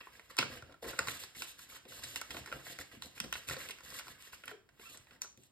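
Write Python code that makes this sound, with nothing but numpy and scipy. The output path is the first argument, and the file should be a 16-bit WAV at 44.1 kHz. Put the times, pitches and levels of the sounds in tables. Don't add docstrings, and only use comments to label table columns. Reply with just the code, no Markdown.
import sys
import numpy as np
from scipy import signal
from scipy.fft import rfft, irfft, next_fast_len
from scipy.io import wavfile
from scipy.ndimage import uniform_filter1d

SR = 44100
rng = np.random.default_rng(int(sys.argv[2]) if len(sys.argv) > 2 else 0)


def bounce(signal):
    frames = np.transpose(np.atleast_2d(signal))
    limited = np.clip(frames, -1, 1)
    pcm = np.round(limited * 32767).astype(np.int16)
    wavfile.write(sys.argv[1], SR, pcm)


N = 243088
TIME = np.arange(N) / SR
FFT_SIZE = next_fast_len(N + SR)
FREQ = np.maximum(np.fft.rfftfreq(FFT_SIZE, 1 / SR), 1)

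# start and length in seconds, then how strongly the
# sheets bend, crinkle and slide, each in dB.
FINGER_STROKES = [(0.0, 0.0047, -51, -46, -86), (0.12, 0.059, -72, -61, -64),
                  (0.291, 0.023, -62.5, -53.5, -60), (0.487, 0.094, -58, -55, -59),
                  (0.627, 0.096, -65, -69, -92), (0.817, 0.041, -64, -56.5, -55.5),
                  (0.859, 0.054, -53, -50, -47.5), (0.92, 0.14, -65.5, -56.5, -57.5),
                  (1.062, 0.057, -55.5, -52.5, -45), (1.124, 0.047, -60.5, -52.5, -49.5),
                  (1.186, 0.058, -69, -56.5, -50.5), (1.356, 0.086, -63, -55.5, -49.5),
                  (1.457, 0.059, -76, -68, -54), (1.573, 0.072, -78.5, -68, -56.5),
                  (1.683, 0.087, -67, -59.5, -55.5), (1.877, 0.12, -64, -60, -53.5),
                  (2.011, 0.17, -64.5, -58, -52), (2.29, .1, -57, -56, -52.5),
                  (2.509, 0.061, -55, -62, -59.5), (2.641, 0.088, -63, -56.5, -52.5),
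                  (2.778, 0.041, -57, -54.5, -50.5), (2.906, 0.044, -64.5, -56.5, -62),
                  (3.01, 0.06, -64, -63, -56.5), (3.145, 0.042, -68, -56.5, -57.5),
                  (3.222, 0.034, -56.5, -63, -63), (3.351, 0.038, -64, -71, -54.5),
                  (3.469, 0.063, -54.5, -48.5, -46), (3.578, 0.082, -66, -52.5, -51),
                  (3.657, 0.052, -64, -73, -54.5), (3.824, 0.12, -66, -59, -55.5),
                  (3.924, 0.074, -68, -54, -49), (4.047, 0.074, -69, -62.5, -57.5),
                  (4.181, 0.098, -90, -60.5, -59.5), (4.318, 0.027, -66, -57, -54),
                  (4.448, 0.063, -66, -59, -60.5), (4.788, 0.11, -73.5, -67.5, -58.5),
                  (4.884, 0.07, -71.5, -81, -56), (5.075, 0.089, -73, -67, -72),
                  (5.207, 0.033, -70, -60, -54), (5.372, 0.096, -99, -82, -70.5)]
# time in seconds, level in dB.
HOLDING_LEVEL = [(0, -69), (.55, -73), (.785, -82), (1.0, -71), (1.6, -69), (1.84, -74.5), (2.05, -62.5),
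                 (2.6, -62), (3.0, -73), (3.44, -63.5), (3.55, -67), (4.45, -71), (4.6, -100), (4.78, -75),
                 (5.0, -70), (5.3, -100)]
HOLDING_MIX_DB = [-11, 1, -0.5]
CREASE_PITCHES = [600, 1100, 1500, 2000, 2700, 3600, 4800]
# frequency in Hz, boost or cut in dB.
BEND_SPECTRUM = [(25, -23), (55, 1.5), (125, -2), (200, -7.5), (340, -4), (560, -6.5), (850, -11.5),
                 (1800, -46)]
CRINKLE_SPECTRUM = [(300, -5), (700, -11), (1000, -1.5), (1500, 1.5), (2100, 0), (3000, -1), (4300, -12),
                    (5400, -3), (7000, -85), (15000, -40)]
SLIDE_SPECTRUM = [(1200, -35), (2800, 9.5), (4300, 7), (5400, 3), (6500, 7), (8500, 6), (12000, 7),
                  (14000, 5), (16000, -44.5)]
# start in seconds, level in dB, main pitch in Hz, brightness in dB per octave.
FINGER_TAPS = [(0.0711, -48.5, 1200, -4), (0.428, -32, 1620, -7.5), (0.9925, -36, 1250, 3),
               (2.216, -40.5, 1510, -3), (2.517, -45.5, 1630, -1), (2.5258, -35.5, 1557, -8.5),
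               (3.355, -39.5, 1440, 5), (4.3326, -49.5, 1450, -2), (4.4377, -47, 1660, -3),
               (4.479, -41.5, 1700, 4)]
# multiple of the main pitch, level in dB, fade time in seconds.
POCKET_TONES = [(0.34, -15.5, 0.031), (0.679, -10, 0.0084), (0.879, 1, 0.016), (1.001, -2.5, 0.025),
                (1.3, -6, 0.009), (1.53, 1.5, 0.008), (1.851, -0.5, 0.015)]
# time in seconds, level in dB, brightness in dB per
# octave, ringing pitch in Hz, base fade time in seconds.
SNAP_EVENTS = [(0.1956, -48.5, -2.5, 2250, 0.012), (0.2992, -61, -3, 1700, 0.016),
               (0.3685, -44, 3.5, 11100, 0.013), (0.379, -38, 2, 3170, 0.075), (.387, -24, 2, 2520, 0.012),
               (0.39, -25.5, -2, 3360, 0.0083), (.393, -36, 3.5, 3230, 0.21),
               (0.408, -35, -3.5, 3280, 0.13), (0.624, -50, -5, 1460, 0.0048),
               (0.6965, -66, -7, 1440, 0.017), (0.724, -59, 1, 3670, 0.017),
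               (0.742, -60.5, -6.5, 1370, 0.014), (0.8274, -58, -10, 643, 0.023),
               (0.8415, -49, -9.5, 1710, 0.11), (0.9315, -54.5, -9.5, 1500, 0.022),
               (0.9877, -44, -5, 1930, 0.0066), (.991, -28.5, 2.5, 1500, 0.0038),
               (1.0728, -38.5, -1, 1080, 0.0063), (1.0844, -32, -1, 3420, 0.0095),
               (1.237, -44.5, 1.5, 4700, 0.013), (1.3489, -49.5, 3, 2000, 0.15),
               (1.421, -37.5, 2.5, 2250, 0.013), (1.5918, -52.5, 5, 1600, 0.015),
               (1.8521, -57.5, -4, 3160, 0.044), (1.9215, -52.5, -2, 1515, 0.025),
               (1.993, -55, -2.5, 1110, 0.017), (2.0362, -45, 8.5, 3500, 0.071),
               (2.1595, -37, 5.5, 2960, 0.0081), (2.2141, -43, 5.5, 12700, 0.016),
               (2.3062, -40.5, 2, 3200, 0.051), (2.345, -51, -9, 3450, 0.027),
               (2.368, -42.5, -4, 3220, 0.03), (2.46, -46.5, 0, 1570, 0.021),
               (2.4742, -46.5, -4.5, 1480, 0.052), (2.667, -47, -4.5, 1910, 0.007),
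               (2.788, -42, -1.5, 1240, 0.013), (2.812, -45, -0.5, 1900, 0.0028),
               (3.0223, -41, 2, 3850, 0.008), (3.034, -52, 5, 3900, 0.045), (3.059, -60, 9, 4000, 0.008),
               (3.178, -49.5, 1, 2510, 0.018), (3.202, -34.5, 5, 2500, 0.0063),
               (3.241, -47.5, 4, 1080, 0.029), (3.327, -32, 2, 2780, 0.0043), (3.337, -45, 6, 4000, 0.048),
               (3.4876, -38.5, 3.5, 2500, 0.0037), (3.497, -39.5, 2, 1260, 0.026),
               (3.5109, -39, -5, 1870, 0.002), (3.532, -47, 3, 2620, 0.025), (3.542, -44.5, 0, 1680, 0.018),
               (3.566, -44.5, -2, 4530, 0.03), (3.603, -49, -3, 2060, 0.0099),
               (3.6878, -47, 4, 2700, 0.015), (3.696, -46, -4, 1950, 0.027), (3.708, -42, 4, 2870, 0.025),
               (3.7858, -53, -1.5, 1490, 0.015), (3.8066, -54, -2, 1380, 0.01),
               (3.85, -54, 2.5, 2060, 0.0043), (3.904, -50.5, 5, 1490, 0.0049),
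               (3.923, -51.5, -2, 1210, 0.0046), (3.988, -49.5, 9, 2190, 0.023),
               (3.995, -45, -2, 1590, 0.009), (4.008, -51.5, -4, 1430, 0.017),
               (4.069, -50, -2, 1380, 0.011), (4.082, -45, 0.5, 1810, 0.0061), (4.224, -59, 8, 1500, 0.012),
               (4.273, -55, -2, 1800, 0.01), (4.457, -70.5, 16.5, 11500, 0.0059),
               (4.4807, -50, 4.5, 2570, 0.0071), (4.493, -50.5, -5, 1630, 0.03),
               (4.513, -52, -7.5, 1440, 0.026), (4.69, -62, -3, 1650, 0.015),
               (4.796, -60.5, -8.5, 2750, 0.022), (4.944, -58, -6.5, 1490, 0.058),
               (4.9731, -58, 10, 8350, 0.016), (5.0702, -60, -3, 2820, 0.006),
               (5.109, -57.5, -3.5, 2870, 0.022), (5.219, -44, 11, 6030, 0.0022),
               (5.2278, -61, -1, 5550, 0.005), (5.245, -58.5, -8, 1370, 0.018),
               (5.375, -67.5, 9, 2420, 0.0071), (5.435, -65.5, 7, 8500, 0.021)]
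# low and high edge in Hz, multiple of the base fade time, added dB.
SNAP_RANGES = [(251, 727, 3.5, -14.5), (824, 2420, 0.52, -2.5), (1930, 6900, 1.08, -1.5),
               (5300, 11700, 1.2, -11)]
# start in seconds, peak in dB, middle pitch in Hz.
TABLE_BUMPS = [(0.3894, -40, 415), (0.391, -42.5, 160), (.434, -42, 143), (.573, -53, 109),
               (0.623, -49.5, 84), (.825, -40.5, 450), (0.839, -40, 337), (0.853, -41.5, 384),
               (0.842, -58, 125), (0.99, -34, 503), (1, -44.5, 117), (1.078, -50.5, 124),
               (1.851, -52.5, 376), (2.048, -57, 120), (2.407, -48.5, 102), (2.531, -53, 101),
               (2.937, -52, 345), (2.966, -50.5, 135), (3.06, -51.5, 177), (3.206, -45.5, 129),
               (3.242, -47.5, 124), (3.243, -46, 407), (3.504, -41.5, 110), (3.507, -44, 360),
               (3.566, -44.5, 332), (3.691, -59, 137), (4.101, -55.5, 121), (4.994, -57, 88.5),
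               (5.376, -53, 111), (5.378, -55.5, 263)]
# start in seconds, level in dB,
# pitch in Hz, fade time in seconds.
RINGING_KNOCKS = [(3.238, -53, 57.8, 0.62), (4.514, -47.5, 406, 0.2)]
# start and length in seconds, first, middle and last pitch in Hz,
# level in dB, dB added for the tone an octave higher.
VINYL_SQUEAKS = [(4.802, 0.062, 1950, 2310, 2340, -65.5, -20), (4.83, 0.024, 1130, 1190, 1280, -63.5, -12),
                 (4.838, 0.056, 3150, 3300, 3300, -65, -20), (4.854, 0.032, 1300, 1335, 1310, -64, 9),
                 (4.886, 0.032, 1260, 1220, 1215, -65.5, -5), (4.888, 0.036, 3120, 3040, 2970, -64, -20)]
# frequency in Hz, boost or cut in dB.
ROOM_SPECTRUM = [(25, -8), (55, 9), (120, 4), (300, 1), (650, -6), (1000, -8), (3000, -20), (8000, -24),
                 (16000, -22)]
# frequency in Hz, lag in radians.
MIC_LAG = [(20, 0), (700, -.6), (1300, 0), (1900, .4), (2500, 1.9), (3000, 3), (3800, 1.6), (4600, .3),
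           (5200, .9), (6000, 3.1), (8100, 6.3), (10300, 9.4), (12500, 12.6), (14600, 15.7), (17000, 19)]
# frequency in Hz, share in dB.
MIC_SHARE = [(80, -4), (300, -18), (1500, -9), (3000, -22), (4800, -18), (5900, 0)]
# frequency in Hz, right level minus left level in dB.
MIC_BALANCE = [(400, -.5), (1700, 0), (2600, 3.8), (4500, 3.5), (5500, -2.5), (6000, 0)]


def undb(db):
    return 10 ** (np.asarray(db) / 20)


def unit(x):
    return x / np.sqrt(np.mean(x ** 2))


def contour(points):
    hz, value = np.transpose(points)
    return np.interp(np.log(FREQ), np.log(hz), value)


def colour(x, points):
    return unit(irfft(rfft(x, FFT_SIZE) * undb(contour(points)), FFT_SIZE)[:N])


def band(x, low_hz, high_hz, order=2):
    return signal.sosfilt(signal.butter(order, [low_hz, high_hz], "band", fs=SR, output="sos"), x)


def fade(t, t60):
    return np.exp(-np.log(1000) * t / t60)


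def add(out, start, x):
    i = max(int(start * SR), 0)
    out[i:i + len(x)] += x[:max(N - i, 0)]


def hit_level(x, db):
    return x * undb(db) / np.sqrt(np.sum(x ** 2) / (SR // 250))


def wander(rate):
    step = int(SR / rate)
    stairs = np.repeat(rng.standard_normal(N)[:N // step + 1], step)
    return unit(uniform_filter1d(stairs, step)[:N])


def grains(rate, spread_db, t60):
    size = undb(spread_db * np.minimum(rng.exponential(size=N), 4))
    slips = (rng.random(N) < rate / SR) * size * rng.choice([-1, 1], N)
    energy = signal.fftconvolve(slips ** 2, fade(TIME[:SR // 50], t60) ** 2)[:N]
    return unit(np.sqrt(np.maximum(energy, 0)) * rng.standard_normal(N))


def stroke(start, length, rise_s=0.013, swell_db=2.5, release_t60=0.051):
    t = TIME - start
    swell = undb(swell_db * (np.clip(t / length, 0, 1) - 1))
    return np.clip(t / rise_s, 0, 1) * swell * fade(np.clip(t - length, 0, 1), release_t60)


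def handling():
    holding_db = np.interp(TIME, *np.transpose(HOLDING_LEVEL))
    power = np.outer(undb(HOLDING_MIX_DB), undb(holding_db)) ** 2
    for start, length, *db in FINGER_STROKES:
        power += np.outer(undb(db) ** 2, stroke(start, length) ** 2)
    return np.sqrt(power)


def crinkles():
    out = np.zeros(N)
    for hz in CREASE_PITCHES:
        crackle = band(grains(rate=150, spread_db=2.6, t60=0.01), hz / 1.3, hz * 1.3)
        out += unit(crackle) * np.sqrt(hz) * undb(wander(rate=14))
    return out


def rustle(bend_db=2, crinkle_db=-2, slide_db=-1, tick_db=-16):
    bend, crinkle, slide = handling()
    grip_db = 1.5 * wander(rate=68)
    flutter = colour(grains(rate=410, spread_db=1.5, t60=0.03), BEND_SPECTRUM)
    crackle = colour(crinkles(), CRINKLE_SPECTRUM)
    swish = colour(grains(rate=3600, spread_db=0.9, t60=0.005), SLIDE_SPECTRUM)
    ticks = unit(band(grains(rate=100, spread_db=4, t60=0.007), 1300, 11000, order=1))
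    return (flutter * bend * undb(bend_db)
            + crackle * crinkle * undb(crinkle_db + grip_db)
            + swish * slide * undb(slide_db + grip_db)
            + ticks * crinkle * undb(tick_db))


def taps(contact_db=-11, contact_t60=0.01):
    out, t = np.zeros(N), TIME[:SR // 16]
    for start, db, hz, brightness in FINGER_TAPS:
        ring = np.zeros(len(t))
        for ratio, tone_db, t60 in POCKET_TONES:
            tone = np.sin(2 * np.pi * (hz * ratio * t + rng.uniform(-0.21, 0.45)))
            ring += undb(tone_db + brightness * np.log2(ratio)) * fade(t, t60) * tone
        tick = band(rng.standard_normal(len(t)) * fade(t, contact_t60), 300, 11000, order=1)
        tap = band(ring + undb(contact_db) * tick, 250, 14000)
        add(out, start, hit_level(tap, db))
    return out


def snaps(crack=4.12, creak_db=-16, creak_t60=0.008, ring_db=11.5, pivot_hz=2220):
    out, t = np.zeros(N), TIME[:SR // 16]
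    for when, db, brightness, ring_hz, t60 in SNAP_EVENTS:
        for low_hz, high_hz, stretch, range_db in SNAP_RANGES:
            flip = rng.standard_normal(len(t)) * fade(t, t60 * stretch)
            flip[0] += crack
            creak = rng.standard_normal(len(t)) * fade(t, creak_t60)[::-1] * undb(creak_db)
            snap = np.concatenate([creak, flip])
            snap += undb(ring_db) * band(snap, ring_hz / 1.11, ring_hz * 1.11, order=1)
            tilt_db = brightness * np.log2(np.sqrt(low_hz * high_hz) / pivot_hz)
            snap = hit_level(band(snap, low_hz, high_hz), db + range_db + tilt_db)
            add(out, when - len(t) / SR, snap)
    return out


def bumps(t60=0.053):
    out, t = np.zeros(N), TIME[:SR // 5]
    for start, db, hz in TABLE_BUMPS:
        thud = band(rng.standard_normal(len(t)) * fade(t, t60), hz / 1.6, hz * 1.6, order=3)
        add(out, start, thud * undb(db) / np.abs(thud).max())
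    return out


def knocks(flutter=0.052, throb_db=3):
    out, t = np.zeros(N), TIME[:SR // 2]
    for start, db, hz, t60 in RINGING_KNOCKS:
        pitch = hz * (1 + flutter * wander(rate=138)[:len(t)])
        phase = 2 * np.pi * np.cumsum(pitch) / SR
        level = undb(db + throb_db * wander(rate=86)[:len(t)])
        rise = np.clip(t * hz / 2, 0, 1)
        add(out, start, level * rise * fade(t, t60) * np.sin(phase))
    return out


def squeaks(waver=0.017, rough_db=4):
    out = np.zeros(N)
    for start, length, *pitches, db, octave_db in VINYL_SQUEAKS:
        progress = np.linspace(0, 1, int(length * SR))
        glide = np.polyval(np.polyfit([0, 0.5, 1], pitches, 2), progress)
        hz = glide * (1 + waver * wander(rate=340)[:len(progress)])
        phase = 2 * np.pi * np.cumsum(hz) / SR
        level = undb(db + rough_db * wander(rate=260)[:len(progress)])
        arch = np.sqrt(4 * progress * (1 - progress))
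        add(out, start, level * arch * (np.sin(phase) + undb(octave_db) * np.sin(2 * phase)))
    return out


def room(x, early_db=-4.5, late_db=-4, treble_db=-32, early_t60=0.023, wall_t60=0.34):
    t = TIME[:SR // 2]
    noise = rng.standard_normal((3, len(t)))
    early = band(unit(noise[0] * fade(t, early_t60) * (t > 0.0015)), 430, 7800) * undb(early_db)
    tail = np.clip(t / 0.0047, 0, 1) * fade(t, wall_t60)
    late = band(unit(noise[1] * tail), 140, 7750) * undb(late_db)
    treble = band(unit(noise[2] * tail), 4800, 19000) * undb(treble_db)
    return signal.fftconvolve(x, (early + late + treble) / np.sqrt(len(t)))[:N]


def microphones(direct, left, right):
    direct, left, right = (rfft(x, FFT_SIZE) for x in (direct, left, right))
    lag = np.exp(-1j * np.interp(FREQ, *np.transpose(MIC_LAG)))
    share, tilt = undb(contour(MIC_SHARE)), undb(contour(MIC_BALANCE) / 2)
    total = np.sqrt(1 + share ** 2)
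    at_left = direct + (left + share * lag * right) / total
    at_right = direct * lag + (right + share * lag * left) / total
    return irfft(np.array([at_left / tilt, at_right * tilt]), FFT_SIZE)[:, :N]


def scene(background_db=-72.5, hit_echo_db=-1.2, rub_echo_db=3):
    hits = snaps() + taps() + knocks() + squeaks()
    rubs = bumps() + rustle()
    sides = []
    for _ in range(2):
        echo = room(hits * undb(hit_echo_db)) + room(rubs * undb(rub_echo_db))
        background = undb(background_db) * colour(rng.standard_normal(N), ROOM_SPECTRUM)
        sides.append(echo + background)
    return microphones(hits + rubs, *sides)


def record(dry, top_hz=16200):
    return signal.sosfilt(signal.ellip(10, 0.2, 80, top_hz, fs=SR, output="sos"), dry)


dry = scene()
out = record(dry)
bounce(out)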